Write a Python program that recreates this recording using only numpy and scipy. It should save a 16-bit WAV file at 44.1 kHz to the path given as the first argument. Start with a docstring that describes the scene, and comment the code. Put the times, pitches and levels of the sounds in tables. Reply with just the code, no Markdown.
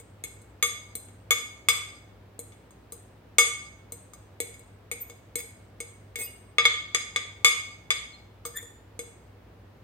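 """In a small kitchen a thick glass bowl is held tilted, close by, while a steel fork clears the last of a salad.
Tines tap and knock the wall: decaying sines for glass and fork, with a noise burst for the contact.
Now and then they skid (runs of tiny slips), squeal (swelling sines) and squeak (uneven harmonics) on the wet glass.
An appliance hums underneath, in dull air noise; the bowl's sounds echo in the room."""
import sys
import numpy as np
from scipy import signal
from scipy.fft import rfft, irfft, next_fast_len
from scipy.io import wavfile
from scipy.ndimage import uniform_filter1d

SR = 44100
rng = np.random.default_rng(int(sys.argv[2]) if len(sys.argv) > 2 else 0)


def pcm_store(signal):
    """Save signal as 16-bit PCM."""
    levels = np.round(np.clip(np.atleast_2d(signal), -1, 1) * 32767)
    wavfile.write(sys.argv[1], SR, levels.astype(np.int16).T)


N = 433503

# centres of the nine families of modes [Hz]
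FAMILY_HZ = [470, 1190, 2200, 3500, 4950, 6900, 8500, 11000, 15000]
# a contact's level is its rms over this time
LEVEL_WINDOW_S = 0.05


def from_db(db):
    """Decibels to gain."""
    return np.exp(np.asarray(db) * np.log(10) / 20)


def rms_one(x):
    """Scale to an rms of 1."""
    return x / np.sqrt(np.mean(x ** 2) + 1e-20)


def at_hz(points, hz):
    """Read a spectrum on a log-frequency axis."""
    f, value = np.transpose(points)
    return np.interp(np.log(np.maximum(hz, 1)), np.log(f), value)


def bins(size):
    """Frequencies of a real FFT [Hz]."""
    return np.arange(size // 2 + 1) * SR / size


def drift(rate_hz, size):
    """Smooth random wander with a spread near 1."""
    at = np.arange(size) * rate_hz / SR
    knots = int(at[-1]) + 2
    return np.interp(at, np.arange(knots), rng.standard_normal(knots))


def add(track, start_s, sound):
    """Mix a sound into a track; what falls outside is cut."""
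    i = round(start_s * SR)
    track[:, max(i, 0):max(i + sound.shape[-1], 0)] += sound[..., max(-i, 0):N - i]


def room_tone(air_db=-54.0, waver_db=1.0, waver_rad=0.23):
    """Dull steady air noise, less alike in the two ears as pitch rises, and the wavering hum of an appliance."""
    # air noise: (frequency [Hz], relative density [dB per Hz])
    air_spectrum = [(25, -40), (43, -19.5), (55, -10.5), (75, -10.5), (102, -4), (130, -11.5), (285, -14.5),
                    (520, -16), (1100, -24), (2050, -29), (3520, -35.5), (7100, -46), (10000, -48.5),
                    (16000, -44.5)]
    # left-right coherence: (frequency [Hz], likeness [0-1])
    likeness = [(60, 0.94), (250, 0.93), (600, 0.4), (1500, 0.3), (4000, 0.053)]
    # appliance hum: (frequency [Hz], mean level [dB rms])
    hum_partials = [(60, -61.5), (100, -57)]
    size = next_fast_len(N, True)
    hz, t = bins(size), np.arange(N) / SR
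    mid, side = rfft(rng.standard_normal((2, size))) * from_db(at_hz(air_spectrum, hz))
    alike = np.clip(at_hz(likeness, hz), 0, 1)
    spectrum = np.sqrt(1 + alike) * mid + np.sqrt(1 - alike) * side * [[1], [-1]]
    air = rms_one(irfft(spectrum, size)[:, :N])
    hum = 0
    for f, db in hum_partials:
        level = np.sqrt(2) * from_db(db + waver_db * drift(2.1, N))
        hum = hum + level * np.sin(2 * np.pi * f * t + waver_rad * drift(21.0, N))
    return from_db(air_db) * air + hum


def kitchen(x, wet_db=-4.5, treble_wet_db=-3.0, first_echo_s=0.011, even_hz=22):
    """Dense echoes from worktop and cupboards, as decaying noise bands; the top treble dies first."""
    # reverberation: (frequency [Hz], t60 [s])
    reverb_t60 = [(300, 0.33), (1200, 0.51), (3000, 0.57), (7000, 0.53), (10000, 0.43), (15000, 0.11)]
    size = 2 ** 15
    t, hz = np.arange(size) / SR, bins(size)
    white, echo = rfft(rng.standard_normal((2, size))), 0
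    for k, (_, t60) in enumerate(reverb_t60):
        band = at_hz([(f, j == k) for j, (f, _) in enumerate(reverb_t60)], hz)
        echo = echo + irfft(white * band) * from_db(-60 * t / t60)
    # a diffuse field returns about the same energy at every pitch
    response = rfft(echo)
    width = max(int(even_hz * size / SR), 3)
    response /= np.sqrt(uniform_filter1d(np.abs(response) ** 2, width, axis=-1))
    response *= from_db(wet_db + treble_wet_db * hz / FAMILY_HZ[-1])
    fade_in = np.minimum(t / first_echo_s, 1)
    echo = irfft(response) * fade_in * (t < t[-1] * 3 / 4)
    return signal.fftconvolve(x, echo, axes=-1)[:, :N]


def squeak(brightening=2.2, jitter=0.013, rough=0.35):
    """A tine judders unevenly across wet glass; the harder it presses, the sharper each slip."""
    # stick-slip course: (time [s], slip rate [per s], pressure as level [dB])
    course = [(8.532, 1820, -78), (8.548, 1750, -45), (8.561, 1770, -38), (8.574, 1840, -34),
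              (8.58, 1760, -44.5), (8.587, 1900, -39), (8.597, 2100, -47), (8.613, 2300, -54)]
    # harmonics at full pressure: (multiple, relative level [dB])
    harmonics = [(1, -5), (2, -9), (3, -32), (4, -7), (5, -6), (6, -9.5), (7, -4), (8, -5.5)]
    s, slips_per_s, db = np.transpose(course)
    t = np.arange(s[0], s[-1], 1 / SR)
    level_db = np.interp(t, s, db)
    rate = np.interp(t, s, slips_per_s) * (1 + jitter * drift(1450, len(t)))
    phase = 2 * np.pi * np.cumsum(rate) / SR
    sharpness = from_db(brightening * (level_db - db.max()))
    tone = 0
    for k, (multiple, harmonic_db) in enumerate(harmonics):
        # sharpness spares the fundamental
        level = from_db(level_db + harmonic_db) * sharpness ** min(k, 1)
        tone = tone + level * np.sin(round(multiple) * phase)
    out = np.zeros((2, N))
    add(out, s[0], np.sqrt(2) * tone * (1 + rough * drift(900, len(t))))
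    return out


def squeals(waver=0.003, glide=0.0013, left_lead_rad=0.99):
    """Stick-slip friction drives one mode, which swells and dies as the fork slides."""
    # squeals: (time at the loudest [s], half length to 1/e [s], pitch [Hz], peak level [dB rms])
    squeal_events = [(5.022, .013, 14160, -32.5), (6.212, .02, 2181, -39.5), (6.226, .024, 8290, -35),
                     (6.228, 0.032, 10670, -44), (6.233, 0.034, 2540, -51.5), (6.249, .014, 4920, -48.5),
                     (6.252, 0.02, 13870, -38), (6.277, 0.011, 2840, -49), (8.144, 0.014, 4180, -51),
                     (8.579, 0.0098, 7070, -36), (8.581, .014, 3460, -44.5)]
    out = np.zeros((2, N))
    for s, half_s, hz, db in squeal_events:
        u = np.linspace(-np.pi, np.pi, int(2 * np.pi * half_s * SR))
        pitch_hz = hz * (1 + glide * u + waver * drift(400, len(u)))
        phase = 2 * np.pi * np.cumsum(pitch_hz) / SR
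        tone = np.sin(phase + np.array([[left_lead_rad], [0]]))
        add(out, s - np.pi * half_s, from_db(db) * np.sqrt(2) * np.exp(-u ** 2) * tone)
    return out


def ringing(t, modes, colour, free_s, damped_t60, pressed_t60=0.0066, pressed_db=7.5,
            uneven_db=3.0, phase_spread=0.29, detune=0.0017):
    """Each mode loses its first swing quickly, rings while the fork is off the wall, and is damped when it settles."""
    out = np.zeros((2, len(t)))
    damping = from_db(-60 * np.maximum(t - free_s, 0) / damped_t60)
    first_swing = from_db(pressed_db - 60 * t / pressed_t60)
    for (hz, db, t60, lead), chance in zip(modes, rng.standard_normal((len(modes), 4))):
        decay = damping * from_db(-60 * t / t60) + first_swing
        decay *= np.sqrt(2 * LEVEL_WINDOW_S * SR / np.sum(decay ** 2))
        high = min(hz / FAMILY_HZ[5], 1)      # short waves depend most on the exact spot
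        gain = from_db(at_hz(colour, hz) + db + uneven_db * high * chance[0])
        lead = lead + phase_spread * chance[1] * (1 + 8 * high ** 2)
        phase = 2 * np.pi * hz * (1 + detune * chance[2]) * t + np.array([[lead / 2], [-lead / 2]])
        out += np.sign(chance[3]) * gain * decay * np.sin(phase.astype(np.float32))
    return out


def crack(t, colour, t60=0.0065, rattle_t60=0.11, rattle_db=-11, level_db=15.5,
          alike_below_hz=3500, right_lag_s=0.0001):
    """The tines chatter on the glass for some milliseconds: a broad burst with a short dense ring."""
    # dry crack of the contact: (frequency [Hz], density relative to the family level [dB per Hz])
    crack_spectrum = [(120, -20.5), (300, -14), (560, -4), (850, -11), (1700, -10), (2600, -9), (3800, -3),
                      (5600, -16.5), (6500, -8.5), (8700, -0.5), (9800, -29.5), (12500, -20), (16000, -24)]
    hz = bins(len(t))
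    lag = np.exp(-2j * np.pi * hz * right_lag_s * np.array([[0], [1]]))
    shared = rfft(rng.standard_normal(len(t))) * lag
    own = rfft(rng.standard_normal((2, len(t))))
    alike = 1 / (1 + (hz / alike_below_hz) ** 2)
    spectrum = np.sqrt(alike) * shared + np.sqrt(1 - alike) * own
    noise = irfft(spectrum * from_db(at_hz(crack_spectrum, hz) + at_hz(colour, hz)), len(t))
    decay = from_db(-60 * t / t60) + from_db(rattle_db - 60 * t / rattle_t60)
    return from_db(level_db) * noise * decay * np.sqrt(LEVEL_WINDOW_S * SR / np.sum(decay ** 2))


def overtones(count=22, low_hz=5800, high_hz=14500, db=-11, t60=0.12):
    """The bowl's many weak high modes, irregularly spaced."""
    places = (np.arange(count) + rng.random(count)) / count
    return [(low_hz + place * (high_hz - low_hz), db, t60, 0) for place in places]


def touch(glass_db, steel_db, free_s, high_modes, crack_db, damped_t60, pressed_db, contact_s=0.00058):
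    """One touch of the fork: a crack and the ring of glass and steel, each with a level per family."""
    # glass bowl: (frequency [Hz], level within the family [dB], undamped t60 [s], left ear's mean lead [rad])
    bowl_modes = [(469, 0.5, .2, .4), (1187, -4, .22, .7), (2199, 1.5, .27, 1.7), (3457, -1, .2, 1.0),
                  (4935, -4, .18, 1.0), (6390, -5, .22, -.5), (6568, -7, .22, -.8), (6818, -11, .22, .5),
                  (7020, -13, .25, -.5), (7660, -3, .25, -.8), (8780, -4, .22, -.8), (505, -8, .05, .4),
                  (1235, -8, .12, .8), (2245, -10, .08, 1.6), (2120, -9, .03, 1.6), (3400, -13, .06, 1.0),
                  (3530, -8, .1, .9), (6047, -15, .25, 0), (6450, -9, .15, .5), (10310, -11, .16, 1.0),
                  (12420, -9, .14, -.5), (13060, -13, .13, 1.0), (15330, -16, .12, 0)]
    # steel fork: (frequency [Hz], level within the family [dB], undamped t60 [s], left ear's mean lead [rad])
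    fork_modes = [(4073, -15.5, 0.064, 1.0), (8760, -9, 0.067, -0.8), (8320, 3, 0.067, -1.3),
                  (8900, -25, .2, 0), (10600, -28, 0.19, -0.87), (10600, -33, 0.2, 0.97),
                  (13850, -14, 0.15, -1.0), (14300, -8, .12, .5)]
    t = np.arange(2 ** 13) / SR
    glass_colour = list(zip(FAMILY_HZ, glass_db + np.zeros(len(FAMILY_HZ))))
    steel_colour = list(zip(FAMILY_HZ, steel_db + np.zeros(len(FAMILY_HZ))))
    glass = ringing(t, bowl_modes, glass_colour, free_s, damped_t60, pressed_db=pressed_db)
    shimmer = ringing(t, high_modes, glass_colour, free_s, damped_t60=0.1, uneven_db=2.5)
    steel = ringing(t, fork_modes, steel_colour, free_s, damped_t60=0.35, detune=0.0042)
    burst = from_db(crack_db) * crack(t, glass_colour)
    return (glass + shimmer + steel + burst) * (1 - np.exp(-t / contact_s))


def knock(hz=310, t60=0.016):
    """A cushioned push on the held bowl: a few low cycles."""
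    t = np.arange(int(LEVEL_WINDOW_S * SR)) / SR
    return rms_one(np.sin(2 * np.pi * hz * t) * from_db(-60 * t / t60))


def scrapes(high_modes, slips_per_s=1500, steel_db=-6.0):
    """A skid is a swelling and fading run of tiny slips, each of which rings glass and fork."""
    # skids over the wall: (start [s], length [s], drive [dB])
    skids = [(5.374, 0.041, -44.5), (6.175, 0.053, -42), (8.451, 0.023, -47.5)]
    # answer of each family to a skid [dB]
    answer_db = [-5, -14, -5.5, -8, -6, -2.5, 1.5, -10.5, 12.5]
    out = np.zeros((2, N))
    for s, length_s, db in skids:
        size = int(length_s * SR)
        happens = rng.random(size) < slips_per_s / SR
        slips = happens * rng.standard_normal(size) * np.sqrt(np.hanning(size))
        slip = touch(db + np.array(answer_db), db + steel_db, 0, high_modes,
                     crack_db=-6.0, damped_t60=0.2, pressed_db=7.0)
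        add(out, s, signal.fftconvolve(slip, rms_one(slips)[None] / np.sqrt(size)))
    return out


def taps(high_modes, steel_db=-2.5, steel_db_per_octave=-3.0, free_s=0.0098, knock_db=-16):
    """The tines land lightly and stay: they push the lowest mode, ring the middle by spot, the treble by tines."""
    # taps: (time [s], push on the lowest mode [dB], glass drive [dB], tines drive [dB],
    #        spot [0 where the 3rd mode swings most, 1 where the 2nd does])
    tap_events = [(-0.03, -34.5, -42.5, -33.5, 0.48), (0.2382, -53, -45, -41, 0.13),
                  (0.4162, -62, -74, -62, 0.56), (0.9527, -53, -53.5, -39, 0.41),
                  (1.0854, -66, -65, -70, 0.47), (2.3912, -45.5, -59.5, -42, 0.46),
                  (2.5212, -73, -60.5, -77, 0.62), (2.7068, -79, -71, -66.5, 0.95),
                  (2.9215, -45.5, -60.5, -45.5, 1), (3.9214, -45.5, -57, -44, 0.48),
                  (4.1347, -68.5, -58.5, -57, 1), (4.4022, -37.5, -41, -34.5, 0.13),
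                  (4.5417, -70, -60, -63, 0.42), (4.5931, -57.5, -73, -61, 0.39),
                  (4.9143, -40, -41, -41.5, 0.2), (5.0978, -49.5, -53, -54.5, 0.48),
                  (5.3555, -39, -43, -34.5, 0.029), (5.803, -41.5, -45.5, -43, 0.38),
                  (6.157, -46.5, -41, -45, 0.089), (8.4519, -41.5, -45.5, -46, 1),
                  (8.627, -46.5, -65, -55.5, 1), (8.9914, -37.5, -46, -43, 0.31)]
    # answer of each family to a tap [dB]
    answer_db = [-3, -19.5, 1.4, -9, -10.5, -4.5, -6.5, -7.5, -10.5]
    # gain of each family as the spot moves from 0 to 1 [dB]
    spot_db = [-3.5, 22, -10, 0.5, 6, 3.5, 1, -1, 0]
    out = np.zeros((2, N))
    steel_colour = steel_db + steel_db_per_octave * np.log2(np.array(FAMILY_HZ) / FAMILY_HZ[6])
    for s, push_db, glass_db, tines_db, spot in tap_events:
        between_db = (glass_db + tines_db) / 2
        drive_db = np.array([push_db] + [glass_db] * 4 + [between_db] + [tines_db] * 3)
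        family_db = drive_db + answer_db + spot * np.array(spot_db)
        add(out, s, touch(family_db, tines_db + steel_colour, free_s, high_modes,
                          crack_db=0.0, damped_t60=0.12, pressed_db=5.5))
        # scraps of food under the tines dull the push
        add(out, s, from_db(tines_db + knock_db) * knock())
    return out


def blows(high_modes, steepness=7.0, steel_db=-12):
    """The fork rebounds and the bowl rings out; the softer the contact, the fewer high modes it reaches."""
    # blows: (time [s], time until the fork settles back [s], drive [dB],
    #         corner above which the contact is too soft [Hz], spot on the wall [0-1])
    blow_events = [(0.6261, 0.039, -27, 15600, 0.12), (1.3071, .022, -25, 15000, 0.17),
                   (1.6858, 0.02, -25, 14000, 0.57), (3.3836, 0.05, -19, 11400, 0.12),
                   (6.5833, 0.025, -22, 4400, 0.32), (6.6532, 0.012, -21, 5230, 0.36),
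                   (6.947, 0.0066, -28.5, 7800, 0.3), (7.1609, 0.0072, -31, 6800, 0.37),
                   (7.446, .04, -21, 10260, 0.65), (7.9046, 0.01, -29.5, 7800, 0.68)]
    # answer of each family to a blow [dB]
    answer_db = [-14, -3, -1.17, -4, -12, -1, -8.5, -11, 0]
    # gain of each family as the spot moves from 0 to 1 [dB]
    spot_db = [-8.5, 0, 4, 6.5, 15, -6, 4.5, 4.5, -0.5]
    out = np.zeros((2, N))
    for s, free_s, db, corner_hz, spot in blow_events:
        drive_db = db - 10 * np.log10(1 + (np.array(FAMILY_HZ) / corner_hz) ** steepness)
        glass_db = drive_db + answer_db + spot * np.array(spot_db)
        add(out, s, touch(glass_db, drive_db + steel_db, free_s, high_modes,
                          crack_db=-2.5, damped_t60=0.09, pressed_db=8.5))
    return out


def clinks():
    """Blows, taps and skids ring the same bowl."""
    high_modes = overtones()
    return blows(high_modes) + taps(high_modes) + scrapes(high_modes)


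def scene(left_db=1.15):
    """The bowl sits a little to the left, in the kitchen's echo."""
    bowl = clinks() + squeals() + squeak()
    return bowl * from_db([[left_db], [-left_db]]) + kitchen(bowl) + room_tone()


def record(dry, ceiling=0.59, cutoff_hz=15900):
    """The hardest peaks are rounded; the top is cut steeply."""
    rounded = ceiling * np.tanh(dry / ceiling)
    low_pass = signal.ellip(10, 0.2, 80, cutoff_hz, fs=SR, output="sos")
    return signal.sosfilt(low_pass, rounded)


dry = scene()
out = record(dry)
pcm_store(out)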